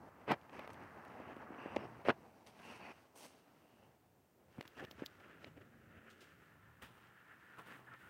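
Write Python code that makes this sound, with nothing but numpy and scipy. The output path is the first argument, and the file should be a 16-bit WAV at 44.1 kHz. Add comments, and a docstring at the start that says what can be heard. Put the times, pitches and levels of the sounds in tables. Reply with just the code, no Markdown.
"""First a faint rub of fingers on a phone's shell, soon a burst of knocks: someone walks slowly round
a car in a quiet workshop, the phone in the hand. Rubbing, rustling cloth and scuffing soles are noisy slips
coloured by what is rubbed; rasps are slips through a narrow filter. Knocks ring fading sine tones; short bright
ticks, early ones on the shell and later ones perhaps grit, are short rings and bursts of noise. Under it lie a low
rumble of the moving hand, faint machine tones (sines), and hall rumble and microphone hiss (shaped noise)."""
import sys
import numpy as np
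from scipy import signal
from scipy.fft import rfft, irfft, next_fast_len
from scipy.io import wavfile
from scipy.ndimage import uniform_filter1d

SR = 44100
rng = np.random.default_rng(int(sys.argv[2]) if len(sys.argv) > 2 else 0)


def volts(x):
    """Linear amplitude factor 10**(x/20) for a level x in dB, scalar or array-like."""
    e = np.asarray(x, float) / 20
    return 10 ** e


def transcribe(u):
    """Save the signal u as a 16-bit wav file named by the first command-line argument.

    u: samples, shape (n,) or (channels, n), limited to [-1, 1]; the rate is SR.
    q: integer samples, one column per channel.
    """
    v = np.clip(np.atleast_2d(u).T, -1, 1)
    q = np.round(v * 32767).astype(np.int16)
    wavfile.write(sys.argv[1], SR, q)


N = 357077  # length in samples
T = np.arange(N) / SR  # time of each sample in s
SIZE = next_fast_len(N)
HZ = np.maximum(np.arange(SIZE // 2 + 1) * SR / SIZE, 1)  # pitch of each transform bin

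# borders of the five friction layers, coarse to fine: [f/Hz]
LAYER_EDGES_HZ = (140, 1050, 2050, 3450, 7750, 20000)
# colours of rubbed shell, hard-pressed shell, cloth, and soles on concrete: [f/Hz, relative level/dB]
SHELL_RUB = [(100, -10.5), (230, 5.5), (900, -8.5), (1200, -7), (2000, -10.5), (3050, -21), (3450, -29.5),
             (6200, -36), (7200, -47.5), (10000, -50.5), (16000, -60)]
PRESSED_RUB = [(100, 8), (200, -8), (300, -2), (900, -8), (2000, -9), (3400, -19), (5000, -21.5),
               (7000, -44), (10000, -52), (16000, -63)]
CLOTH_RUB = [(100, -5), (300, 7.5), (600, 2), (1000, -10.5), (1400, -9), (1800, -5.5), (2200, -9),
             (3000, -13), (4300, -22), (8500, -26), (11000, -27), (16000, -22.5)]
SOLE_RUB = [(100, -3.5), (300, -7), (600, -12), (950, -8), (1400, -3), (1800, 4), (2200, -3), (3000, -13),
            (4300, -27), (8500, -37), (11000, -39), (16000, -35)]
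# shell resonances under the fingers, and the hollow colour of folded cloth: [f/Hz, width/Hz, lift/dB]
SHELL_SINGS = [(810, 600, 12.5), (1650, 120, 2), (2700, 310, 3), (4630, 330, 2.5), (5570, 370, 2.5),
               (8600, 990, 4)]
CLOTH_SINGS = [(1366, 290, 9), (1705, 280, 3), (2800, 970, 6.5), (8900, 980, 4.5)]
# the fingers come to rest and cloth takes over; then soles take over from cloth: [from t/s, to t/s]
HAND_STILL_S = (3.1, 5.64)
WALK_OFF_S = (6.33, 6.64)
# drag levels between which a hard press takes over and chokes the shell's singing: [level/dB]
PRESS_DB = (-50, -42)

# steady light rubbing of hand and clothes: [t/s, low drag level/dB, middle rustle level/dB, fine hiss level/dB]
RUBBING = [(0.0, -68.5, -68, -94), (0.45, -63.5, -67, -83.5), (0.56, -63.5, -63.5, -84),
           (1.1, -57.5, -60.5, -81.5), (1.38, -61, -61.5, -85.5), (1.48, -63.5, -61, -89),
           (1.58, -59, -60, -86), (1.95, -59.5, -62.5, -82), (2.15, -65, -72.5, -84),
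           (2.45, -66.5, -79.5, -83.5), (2.62, -66.5, -69, -73), (2.96, -68.5, -71.5, -79),
           (3.12, -72, -80, -87.5), (3.3, -70.5, -84, -77), (3.5, -71.5, -79, -84), (3.85, -68, -79.5, -86),
           (4.0, -75.5, -90, -99), (4.4, -73.5, -100, -101), (4.55, -72, -73, -83),
           (5.1, -68.5, -68.5, -79.5), (5.6, -71.5, -75.5, -89.5), (6.0, -72, -69, -90),
           (6.3, -70, -68.5, -79.5), (6.55, -71.5, -70.5, -85.5), (6.8, -73, -73, -85),
           (6.92, -66.5, -75, -75), (7.15, -71.5, -68.5, -83), (7.53, -70, -66, -79.5),
           (7.82, -65, -71, -79), (8.1, -73.5, -67.5, -75.5)]
SCRAPE_SHARE, SCRAPE_DB = 0.49, -2  # scrape lies between rustle and hiss: share of rustle, then offset
FINEST_DB = -5  # the finest layer follows the hiss
# held drags of a finger or sole: [start t/s, length/s, start level/dB, end level/dB, brightness/dB, bite/dB]
DRAGS = [(0.0, 0.091, -59, -59, -2, -12), (0.277, 0.038, -51, -31.5, -1.5, 2.5),
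         (0.328, 0.012, -37.5, -42, -6, 1.5), (0.531, 0.13, -55, -60, 1, 3),
         (1.584, 0.27, -55, -51.5, -11, -0.5), (2.056, 0.024, -52.5, -49.5, 6, 8),
         (2.093, 0.014, -31.5, -33.5, -1.5, -0.5), (2.121, 0.008, -56, -53, -10, -9),
         (2.653, 0.13, -64, -62.5, 14.5, -2), (2.799, 0.12, -57, -58, 5, 3.5),
         (3.158, 0.094, -71.5, -64.5, 30, 1), (4.77, 0.036, -61.5, -55.5, 3, 1.5),
         (4.813, 0.035, -53, -48.5, -4, -5.5), (7.873, 0.08, -66, -59.5, -29, 4),
         (7.997, 0.089, -74, -68, 16, -24)]
DRAG_RISE_S, DRAG_FALL_S = 0.011, 0.0098  # for 20 dB
# passing brushes and scuffs; rise and fall span 20 dB:
# [peak t/s, rise/s, fall/s, peak level/dB, brightness/dB, bite/dB]
BRUSHES = [(.22, 0.08, 0.021, -62, -3, -7), (0.321, 0.015, 0.02, -36, 6, 1.5),
           (0.649, 0.012, 0.0079, -52.5, -7, 3), (.705, 0.015, 0.017, -60.5, 11, 5),
           (.733, 0.0081, .02, -71.5, 31, -14), (.825, 0.1, 0.1, -55, -6, -1.5),
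           (1.22, 0.088, 0.022, -56, -8, -0.5), (1.33, 0.37, 0.038, -57, -8, 1.5),
           (1.43, 0.05, 0.055, -56, -9, -0.5), (1.548, 0.11, 0.027, -56.5, -11, 0.5),
           (2.011, 0.073, 0.021, -58, -5, -4), (2.467, 0.0078, 0.071, -62.5, 21, 1.5),
           (2.6, 0.014, 0.021, -55.5, -9, -1), (2.729, 0.13, 0.13, -55.5, 2, 5),
           (3.257, 0.054, 0.048, -59, 24.5, 1.5), (3.29, 0.025, 0.18, -69, 21, -3),
           (4.4, 0.021, 0.07, -77, -16, -1), (4.59, 0.024, 0.058, -56.5, -15, -6.5),
           (4.654, 0.0044, 0.013, -59, 9, 4), (4.885, 0.01, 0.0092, -57.5, 3, -5),
           (4.93, 0.039, 0.037, -66, -3, -2), (4.999, 0.039, 0.025, -58, -1, 3),
           (5.038, 0.045, 0.0082, -52, -19, -0.5), (5.203, 0.01, 0.035, -60.5, 1, 0.5),
           (5.245, .04, 0.059, -67.5, -11, 12), (5.308, 0.095, 0.11, -62.5, -10, 7),
           (5.43, 0.07, 0.035, -62, 6, 1), (5.479, 0.065, .02, -58, 2, -5),
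           (5.574, 0.017, 0.03, -55, 0, -9), (5.615, 0.017, 0.025, -61, -5, -1),
           (5.989, 0.2, 0.01, -63, -15, 0), (6.08, 0.097, 0.054, -63, -12, 2.5),
           (6.103, 0.013, 0.059, -68.5, 22.5, 3.5), (6.212, 0.014, 0.067, -71, 24.5, 7.5),
           (6.824, 0.01, 0.083, -57, 19, 2), (7.3, 0.14, 0.14, -78.5, -10, 18),
           (7.591, 0.025, 0.051, -54.5, 13.5, -6), (7.662, 0.004, 0.26, -63, 18.5, -7),
           (7.72, 0.11, 0.074, -59.5, 8, 5)]
# the four finer layers against the coarsest, before brightness and bite:
# early light strokes, later light strokes, hard presses: [level/dB per layer]
ON_SHELL_DB = (-7, -10.5, -20, -29.5)
ON_CLOTH_DB = (-3.5, -8, -16.5, -27)
PRESSED_DB = (-4, -7.5, -22, -31.5)
CLOTH_FROM_S = 4.2  # strokes that start later take the settings of cloth and soles
# how much of the brightness each of these layers takes: [share per layer]
BRIGHT_SHARE = (.05, .1, .7, 1.01)
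# how much of the bite each takes, mostly the middle ones: one row on the shell, one later: [share per layer]
BITE_SHARE = (.6, 1.26, 0.24, .01), (1.01, 0.65, 0.67, .01)

# a drag catches one narrow resonance and rasps: [start t/s, length/s, f/Hz, width/Hz, level/dB]
RASPS = [(0.515, 0.11, 2650, 300, -78), (0.748, 0.63, 1660, 500, -70.5), (1.104, 0.234, 2700, 400, -78),
         (1.588, 0.15, 2660, 397, -65), (1.6, 0.2, 4840, 200, -85.5), (1.573, 0.22, 5900, 250, -89),
         (1.6, 0.3, 8420, 300, -90), (1.778, 0.08, 2800, 300, -70), (1.802, 0.063, 5300, 400, -79),
         (2.056, 0.014, 560, 250, -44.5), (2.637, 0.071, 2760, 250, -64.5), (2.7, 0.07, 2640, 250, -65.5),
         (2.635, 0.076, 900, 250, -67), (2.785, 0.05, 2650, 250, -65), (2.848, 0.03, 2100, 200, -66),
         (2.93, 0.056, 2700, 400, -78), (2.66, 0.064, 5840, 150, -84), (2.838, 0.083, 2530, 250, -63),
         (2.81, 0.076, 4480, 150, -74), (3.154, .11, 685, 300, -67.5), (3.402, 0.24, 1360, 200, -85),
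         (3.62, .25, 2800, 400, -81.5), (4.792, 0.017, 1770, 300, -53.5), (4.756, 0.1, 2730, 350, -73),
         (4.842, 0.012, 1780, 200, -64), (4.872, 0.016, 1800, 150, -65.5), (5.04, .005, 1720, 250, -59.5),
         (5.217, 0.11, 1500, 250, -78), (7.493, 0.11, 1445, 120, -69), (7.7, 0.045, 1650, 200, -64),
         (7.874, 0.014, 1650, 200, -58), (7.915, 0.041, 1357, 100, -60), (7.902, 0.073, 1840, 120, -68),
         (8.013, 0.1, 1470, 150, -63.5)]
RASP_EDGE_S = 0.0076  # fade in and out

# finger knocks on the shell: [t/s, peak level/dB, contact/ms, struck spot f/Hz]
KNOCKS = [(0.2785, -36, 0.82, 500), (0.2857, -32, 0.66, 450), (0.2952, -30, 0.35, 700),
          (0.3017, -33, 0.4, 600), (0.3082, -30, 0.43, 500), (0.3183, -19, 0.12, 1400),
          (0.3187, -22.5, 1.2, 380), (0.3445, -39.5, 0.9, 350), (0.495, -46.5, .3, 1500),
          (0.5925, -39.5, 0.21, 900), (.596, -38, 0.33, 1500), (.645, -41, 0.31, 900),
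          (.676, -39, 0.12, 800), (0.694, -43, 0.41, 800), (1.111, -50, 0.42, 700), (1.201, -39.5, 1, 300),
          (1.366, -40, 1.45, 310), (1.5049, -40, 1.5, 312), (1.6587, -33, 1.6, 325),
          (1.763, -26.5, 0.79, 560), (1.7664, -21.5, 1.12, 625), (1.836, -40.5, 0.58, 400),
          (1.973, -52, 0.44, 700), (2.052, -40, 0.72, 500), (2.074, -38, 1, 330), (2.0853, -16, 0.4, 560),
          (2.094, -25.5, 0.43, 800), (2.1011, -28, 0.4, 700), (2.1162, -42, 0.7, 450),
          (2.237, -51.5, 0.35, 700), (2.594, -53, 0.5, 900), (3.161, -51, .5, 700), (3.306, -55, 0.4, 700),
          (4.583, -45.5, 0.37, 403), (4.585, -40, 3.2, 142), (4.609, -37, 0.16, 505),
          (4.627, -52, 0.38, 1500), (4.652, -58, 0.36, 1500), (4.798, -40.5, 0.32, 1700),
          (4.826, -45, 0.81, 400), (4.84, -54, 0.81, 450), (4.9107, -48.5, 0.4, 550),
          (4.984, -51, 1.4, 340), (4.995, -44.5, 0.21, 1500), (5.008, -47, 0.32, 1500),
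          (5.0206, -32, 2, 385), (5.0325, -44, 0.36, 1500), (5.443, -46, 0.48, 590), (5.451, -57, 3.1, 243),
          (5.589, -67, 0.98, 390), (6.83, -57, 2.6, 125), (7.58, -59, .3, 1500), (7.596, -52, 0.25, 900),
          (7.609, -60, 0.37, 1000), (7.662, -58, 0.25, 1500), (7.685, -46, 0.31, 1700),
          (7.715, -54, 0.28, 1500), (7.73, -55, 0.39, 1400), (7.793, -53, .4, 1200),
          (7.879, -54, 0.34, 1500)]
# what the shell rings with, before the struck spot weighs it: [f/Hz, relative level/dB, time to fall 60 dB/s]
SHELL_MODES = [(128, -17, 0.059), (263, -0.5, 0.035), (350, -4.5, 0.023), (550, 2.5, 0.025),
               (685, 2, 0.0072), (900, 19, 0.003), (1720, 6, 0.0033), (2600, 10, 0.011), (4280, -27, .006),
               (6000, -24, .005)]
STAY_CYCLES = 1.4  # the fingertip stays and damps the ring to 1/e after this many swings of the spot

# short bright ticks, early ones on the shell with the knocks, later ones perhaps grit:
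# [t/s, peak level/dB, f/Hz, top noise against peak/dB, time to fall 60 dB/s]
TICKS = [(0.3184, -30.5, 2230, -12.5, 0.023), (0.414, -57, 2800, -26, 0.016),
         (0.496, -53.5, 2730, -28, 0.014), (0.594, -42.5, 2080, -14, 0.0099),
         (0.6449, -67, 2470, -26, 0.016), (0.677, -46.5, 2090, -13, 0.013), (0.694, -61, 2600, -33, 0.016),
         (0.7074, -62, 2530, -12, 0.016), (0.7307, -66, 2950, -16, 0.016), (0.744, -50.5, 2200, -25, 0.016),
         (0.837, -63, 4500, -20, 0.01), (1.051, -52, 2220, -8, 0.012), (1.082, -62, 5500, -17, 0.01),
         (1.201, -63, 3500, -19, 0.01), (1.366, -56, 2550, -9, 0.022), (1.7632, -35.5, 2210, -34, 0.013),
         (1.763, -42, 4600, -30, 0.0073), (1.7665, -31.5, 2150, -35, 0.01), (2.052, -44, 2390, -23, .012),
         (2.0864, -33.5, 2700, -40, 0.011), (2.592, -53.5, 2550, -27, 0.016), (3.16, -66, 3500, -3, .02),
         (4.5814, -68, 2410, 4, 0.016), (4.611, -37.5, 2080, -16, 0.015), (4.6105, -46, 4300, -30, 0.012),
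         (4.627, -51, 2710, -10, 0.0081), (4.678, -46, 3300, -11, 0.023), (4.785, -50, 2320, -27, 0.016),
         (4.85, -42, 2920, -15, 0.0086), (4.9125, -41, 3270, -13, 0.026), (4.84, -54, 3000, -20, 0.01),
         (4.995, -59, 2860, -28, 0.016), (5.021, -52, 2700, -25, 0.016),
         (5.0618, -32.5, 3640, -9.5, 0.0096), (5.0666, -44, 3980, -8, 0.0072),
         (5.445, -39.5, 2300, -37, 0.021), (7.0718, -61, 2770, -20, 0.018), (7.938, -55, 2930, -21, 0.016)]
SWELL_S = 0.015  # noise swells by 60 dB over this time before the tick
LEAD_S = 0.015  # the sharp edge comes this long after the start of the swell
HIGH_TICK_HZ = 2800  # ticks pitched above this count as high
# lower edge of the top noise around a tick: [lower tick f/Hz, high tick f/Hz]
TOP_NOISE_HZ = (7000, 11800)
# how fast the top noise comes and goes against the main noise: [lower tick factor, high tick factor]
TOP_NOISE_FADE = (1.9, 0.5)

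# low rumble of the hand while the drag is at DRAG_DB: [t/s, level/dB]
SWAY = [(0, -71.5), (0.9, -75.5), (1.3, -73), (2.2, -69.5), (2.75, -75), (3.4, -71.5), (4.5, -72.5),
        (5.5, -71.5), (6.1, -67.5), (6.8, -70.5), (7.4, -71.5), (8.1, -70.5)]
DRAG_DB, SWAY_FOLLOWS, SWAY_SMOOTH_S = -64, 0.67, 0.019  # dB of rumble per dB of drag over DRAG_DB

# faint machine tones, each heard where the walk passes through it: [f/Hz, level/dB, from t/s, to t/s]
HUM = [(88, -78.5, 5.05, 5.3), (93, -79, 5.6, 6.2), (225, -74.5, 5.65, 6.08), (160, -78, 6.2, 6.7),
       (119, -79.5, 6.95, 7.3), (161, -73, 5.3, 5.6), (125, -74, 7.55, 7.95)]
HUM_FADE_S = 0.1  # before and after those times

# colour of hall rumble and microphone hiss together: [f/Hz, relative level/dB]
HALL = [(15, -61), (30, -28), (80, -17), (280, -8.5), (700, -19.5), (1300, -20.5), (2000, -27.5),
        (4400, -34), (8000, -34), (11500, -36.5), (12300, -32), (16000, -32)]
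HALL_DB = -74  # their joint level before the rumble wavers


def shade(points):
    """Turns a colour curve of (Hz, dB) points into a gain for every transform bin."""
    hz, db = np.transpose(points)
    return volts(np.interp(np.log(HZ), np.log(hz), db))


def sings(peaks):
    """Turns resonances of (Hz, width, dB) into a gain for every transform bin."""
    return volts(sum(db / (1 + (2 * (HZ - hz) / width) ** 2) for hz, width, db in peaks))


def unit(spectrum):
    """Turns a spectrum back into sound with an rms of 1."""
    x = irfft(spectrum, SIZE)[:N]
    return x / np.sqrt(np.mean(x ** 2))


def walk(rate):
    """Random levels, each held for 1 / rate seconds, then smoothed twice into a wandering curve."""
    hold = int(SR / rate)
    steps = np.repeat(rng.standard_normal(N // hold + 1), hold)
    return 1.54 * uniform_filter1d(uniform_filter1d(steps, hold), hold)[:N]


def ring(hz, t60):
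    """One sine that falls by 60 dB in t60 seconds, cut at 0.06 s."""
    t = T[:int(0.06 * SR)]
    return np.sin(2 * np.pi * hz * t) * np.exp(-np.log(1000) * t / t60)


def add(out, s, x, db):
    """Lays a hit into out from time s, with its peak at db."""
    i = int(s * SR)
    out[i:i + len(x)] += (x * volts(db) / np.abs(x).max())[:N - i]


def friction(gains):
    """Slips excite the shell under moving fingers, then cloth, then soles on concrete, in five layers."""
    colours = (shade(SHELL_RUB) * sings(SHELL_SINGS), shade(CLOTH_RUB) * sings(CLOTH_SINGS),
               shade(SOLE_RUB) * sings(CLOTH_SINGS), shade(PRESSED_RUB))
    resting = np.interp(T, HAND_STILL_S, (0, 1))
    walking = np.interp(T, WALK_OFF_S, (0, 1))
    pressed = np.interp(20 * np.log10(gains[0]), PRESS_DB, (0, 1)) * (1 - resting)
    shares = 1 - resting - pressed, resting - walking, walking, pressed
    stumble_db = 0.75 * walk(30)  # the sliding never runs evenly
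    jolts = slips(per_s=700, spread_db=3.0, smooth=0.34)  # the bigger catches shake every layer at once
    out = 0
    for gain, lo_hz, hi_hz in zip(gains, LAYER_EDGES_HZ, LAYER_EDGES_HZ[1:]):
        layer = 1 / np.sqrt((1 + (lo_hz / HZ) ** 12) * (1 + (HZ / hi_hz) ** 12))
        rough = (slips(per_s=2500, spread_db=4.0, smooth=1.03) + 0.41 * jolts) * layer
        mix = sum(share * unit(rough * colour) for share, colour in zip(shares, colours))
        out = out + gain * volts(stumble_db + 0.71 * walk(25)) * mix
    return out


def slips(per_s, spread_db, smooth):
    """Skin or weave catching and letting go: dense tiny slips of uneven size over smooth sliding."""
    catch = rng.random(N)
    size = rng.exponential(size=N)
    slide = rng.standard_normal((2, N))
    grains = (catch < per_s / SR) * volts(spread_db * np.minimum(size, 3)) * slide[0]
    return rfft(grains / grains.std() + smooth * slide[1], SIZE)


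def effort():
    """Gains of the five friction layers: the powers of steady rubbing, drags and brushes add up."""
    times, *levels = np.transpose(RUBBING)
    drag, rustle, hiss = (np.interp(T, times, db) for db in levels)
    scrape = SCRAPE_SHARE * rustle + (1 - SCRAPE_SHARE) * hiss + SCRAPE_DB
    power = volts(2 * np.array([drag, rustle, scrape, hiss, hiss + FINEST_DB]))
    for start, length, *rest in DRAGS:
        power += stroke(start, start + length, DRAG_RISE_S, DRAG_FALL_S, *rest)
    for peak, rise, fall, db, *tone in BRUSHES:
        power += stroke(peak, peak, rise, fall, db, db, *tone)
    return np.sqrt(power)


def stroke(start, end, rise, fall, db0, db1, bright_db, bite_db):
    """Power of the five layers for one stroke: it rises, holds from db0 to db1, then falls."""
    corners = start - 3 * rise, start, end + 1e-4, end + 3 * fall
    db = np.interp(T, corners, (db0 - 60, db0, db1, db1 - 60))
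    later = int(start > CLOTH_FROM_S)
    layers_db = PRESSED_DB if db1 > PRESS_DB[1] else (ON_SHELL_DB, ON_CLOTH_DB)[later]
    under = np.array(layers_db) + bright_db * np.array(BRIGHT_SHARE) + bite_db * np.array(BITE_SHARE[later])
    return volts(2 * np.r_[0, under])[:, None] * volts(2 * db)


def rasps():
    """Uneven slips through a steep narrow resonance, for as long as the drag holds it."""
    out = np.zeros(N)
    grains = irfft(slips(per_s=2500, spread_db=3.5, smooth=0.9), SIZE)[:N]
    for s, length, hz, width, db in RASPS:
        band = signal.butter(2, (hz - width / 2, hz + width / 2), "band", fs=SR, output="sos")
        x = signal.sosfilt(band, grains)
        corners = s - RASP_EDGE_S, s, s + length, s + length + RASP_EDGE_S
        out += volts(db) * x / x.std() * np.interp(T, corners, (0, 1, 1, 0))
    return out


def knocks():
    """A half-sine push makes the shell ring; a softer fingertip pushes longer and sounds duller."""
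    out = np.zeros(N)
    t = T[:int(0.06 * SR)]
    # each knock wakes each mode at a randomly varied level
    varied_db = 4.0 * rng.standard_normal((len(KNOCKS), len(SHELL_MODES)))
    for (s, db, ms, spot_hz), offsets_db in zip(KNOCKS, varied_db):
        body = np.zeros(len(t))
        for (hz, mode_db, t60), offset_db in zip(SHELL_MODES, offsets_db):
            # the struck spot wakes the modes near its own pitch best
            octaves_off = min(abs(np.log2(hz / spot_hz)), 2.5)
            body += volts(mode_db + offset_db - 8.9 * octaves_off) * ring(hz, t60)
        body *= np.exp(-(t * spot_hz / STAY_CYCLES) ** 2)
        push = np.sin(np.linspace(0, np.pi, int(ms * SR / 1000) + 2))
        # the shell gives little low sound: the cut lies below the struck spot, at 280 Hz at most
        light = signal.butter(3, min(spot_hz / 1.3, 280), "high", fs=SR, output="sos")
        add(out, s, signal.sosfilt(light, -np.convolve(push, body)), db)
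    return out


def ticks():
    """Noise swells up to one sharp edge that rings a few cycles, then fades, with a band of top noise around it."""
    out = np.zeros(N)
    noises = rng.standard_normal((len(TICKS), 2, int(0.06 * SR)))
    t = T[:noises.shape[2]] - LEAD_S
    for (s, db, hz, top_db, t60), noise in zip(TICKS, noises):
        fade = np.exp(np.log(1000) * np.where(t < 0, t / SWELL_S, -t / t60))
        above = signal.butter(5, hz / 1.45, "high", fs=SR, output="sos")
        below = signal.butter(4, min(hz * 2.1, 12000), fs=SR, output="sos")
        around = np.r_[above, below]
        high = int(hz > HIGH_TICK_HZ)  # high ticks have top noise only above 11.8 kHz
        top = signal.butter(6, TOP_NOISE_HZ[high], "high", fs=SR, output="sos")
        edge = ring(hz, 0.006) + 1.2 * ring(1.166 * hz, 0.0031) + 0.47 * ring(1.46 * hz, 0.0015)
        edge = np.roll(edge, int(LEAD_S * SR))
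        add(out, s - LEAD_S, signal.sosfilt(around, 2.6 * edge + noise[0] * fade), db)
        add(out, s - LEAD_S, signal.sosfilt(top, noise[1] * fade ** TOP_NOISE_FADE[high]), db + top_db)
    return out


def sway(drag):
    """The hand's slow movements reach the microphone as a soft low rumble that follows the drag."""
    band = 1 / np.sqrt((1 + (78 / HZ) ** 9) * (1 + (HZ / 150) ** 8))
    drag_db = uniform_filter1d(20 * np.log10(drag), int(SWAY_SMOOTH_S * SR)) - DRAG_DB
    level_db = np.interp(T, *np.transpose(SWAY)) + SWAY_FOLLOWS * np.minimum(drag_db, 14) + 3.4 * walk(6.1)
    return volts(level_db) * unit(rfft(rng.standard_normal(N), SIZE) * band)


def hum():
    """Wavering sine tones of machinery that swell and fade as the phone is carried through the hall."""
    out = np.zeros(N)
    for hz, db, s0, s1 in HUM:
        level = volts(db + 1.3 * walk(3.7)) * np.sqrt(2)  # sqrt(2) turns rms into peak
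        phase = 2 * np.pi * np.cumsum(hz * (1 + 0.002 * walk(2.54))) / SR
        heard = np.interp(T, (s0 - HUM_FADE_S, s0, s1, s1 + HUM_FADE_S), (0, 1, 1, 0))
        out += level * np.sin(phase) * heard
    return out


def hall():
    """Distant rumble of the building that wavers a little, and steady microphone hiss above it."""
    air = rfft(rng.standard_normal(N), SIZE) * shade(HALL)
    low = 1 / (1 + (HZ / 1500) ** 4)
    whole = np.sqrt(np.mean(irfft(air, SIZE) ** 2))
    rumble, hiss = (irfft(air * part, SIZE)[:N] / whole for part in (low, 1 - low))
    return volts(HALL_DB) * (rumble * volts(2.4 * walk(3.44)) + hiss)


def scene():
    """All touching sounds lie close to the microphone, so the hall adds only a short faint tail of noise."""
    gains = effort()
    near = friction(gains) + rasps() + knocks() + ticks()
    t = np.arange(int(0.3 * SR)) / SR
    # the tail starts after 4 ms and falls at 60 dB in 0.12 s
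    tail = rng.standard_normal(len(t)) * np.exp(-np.log(1000) * t / 0.12) * (t > 0.004)
    echo = signal.fftconvolve(near, tail / np.sqrt(np.sum(tail ** 2)))[:N]
    return (near + volts(-24.5) * echo + sway(gains[0]) + hall() + hum())[None]


def top_cut(x):
    """Nothing passes above the cut-off."""
    return signal.sosfilt(signal.butter(12, 16640, fs=SR, output="sos"), x)


def record(dry):
    """The phone cuts the very top with a steep low-pass filter at 15750 Hz."""
    low_pass = signal.ellip(8, 0.2, 60, 15750, fs=SR, output="sos")
    mix = signal.sosfilt(low_pass, dry)
    return top_cut(mix)


dry = scene()
out = record(dry)
transcribe(out)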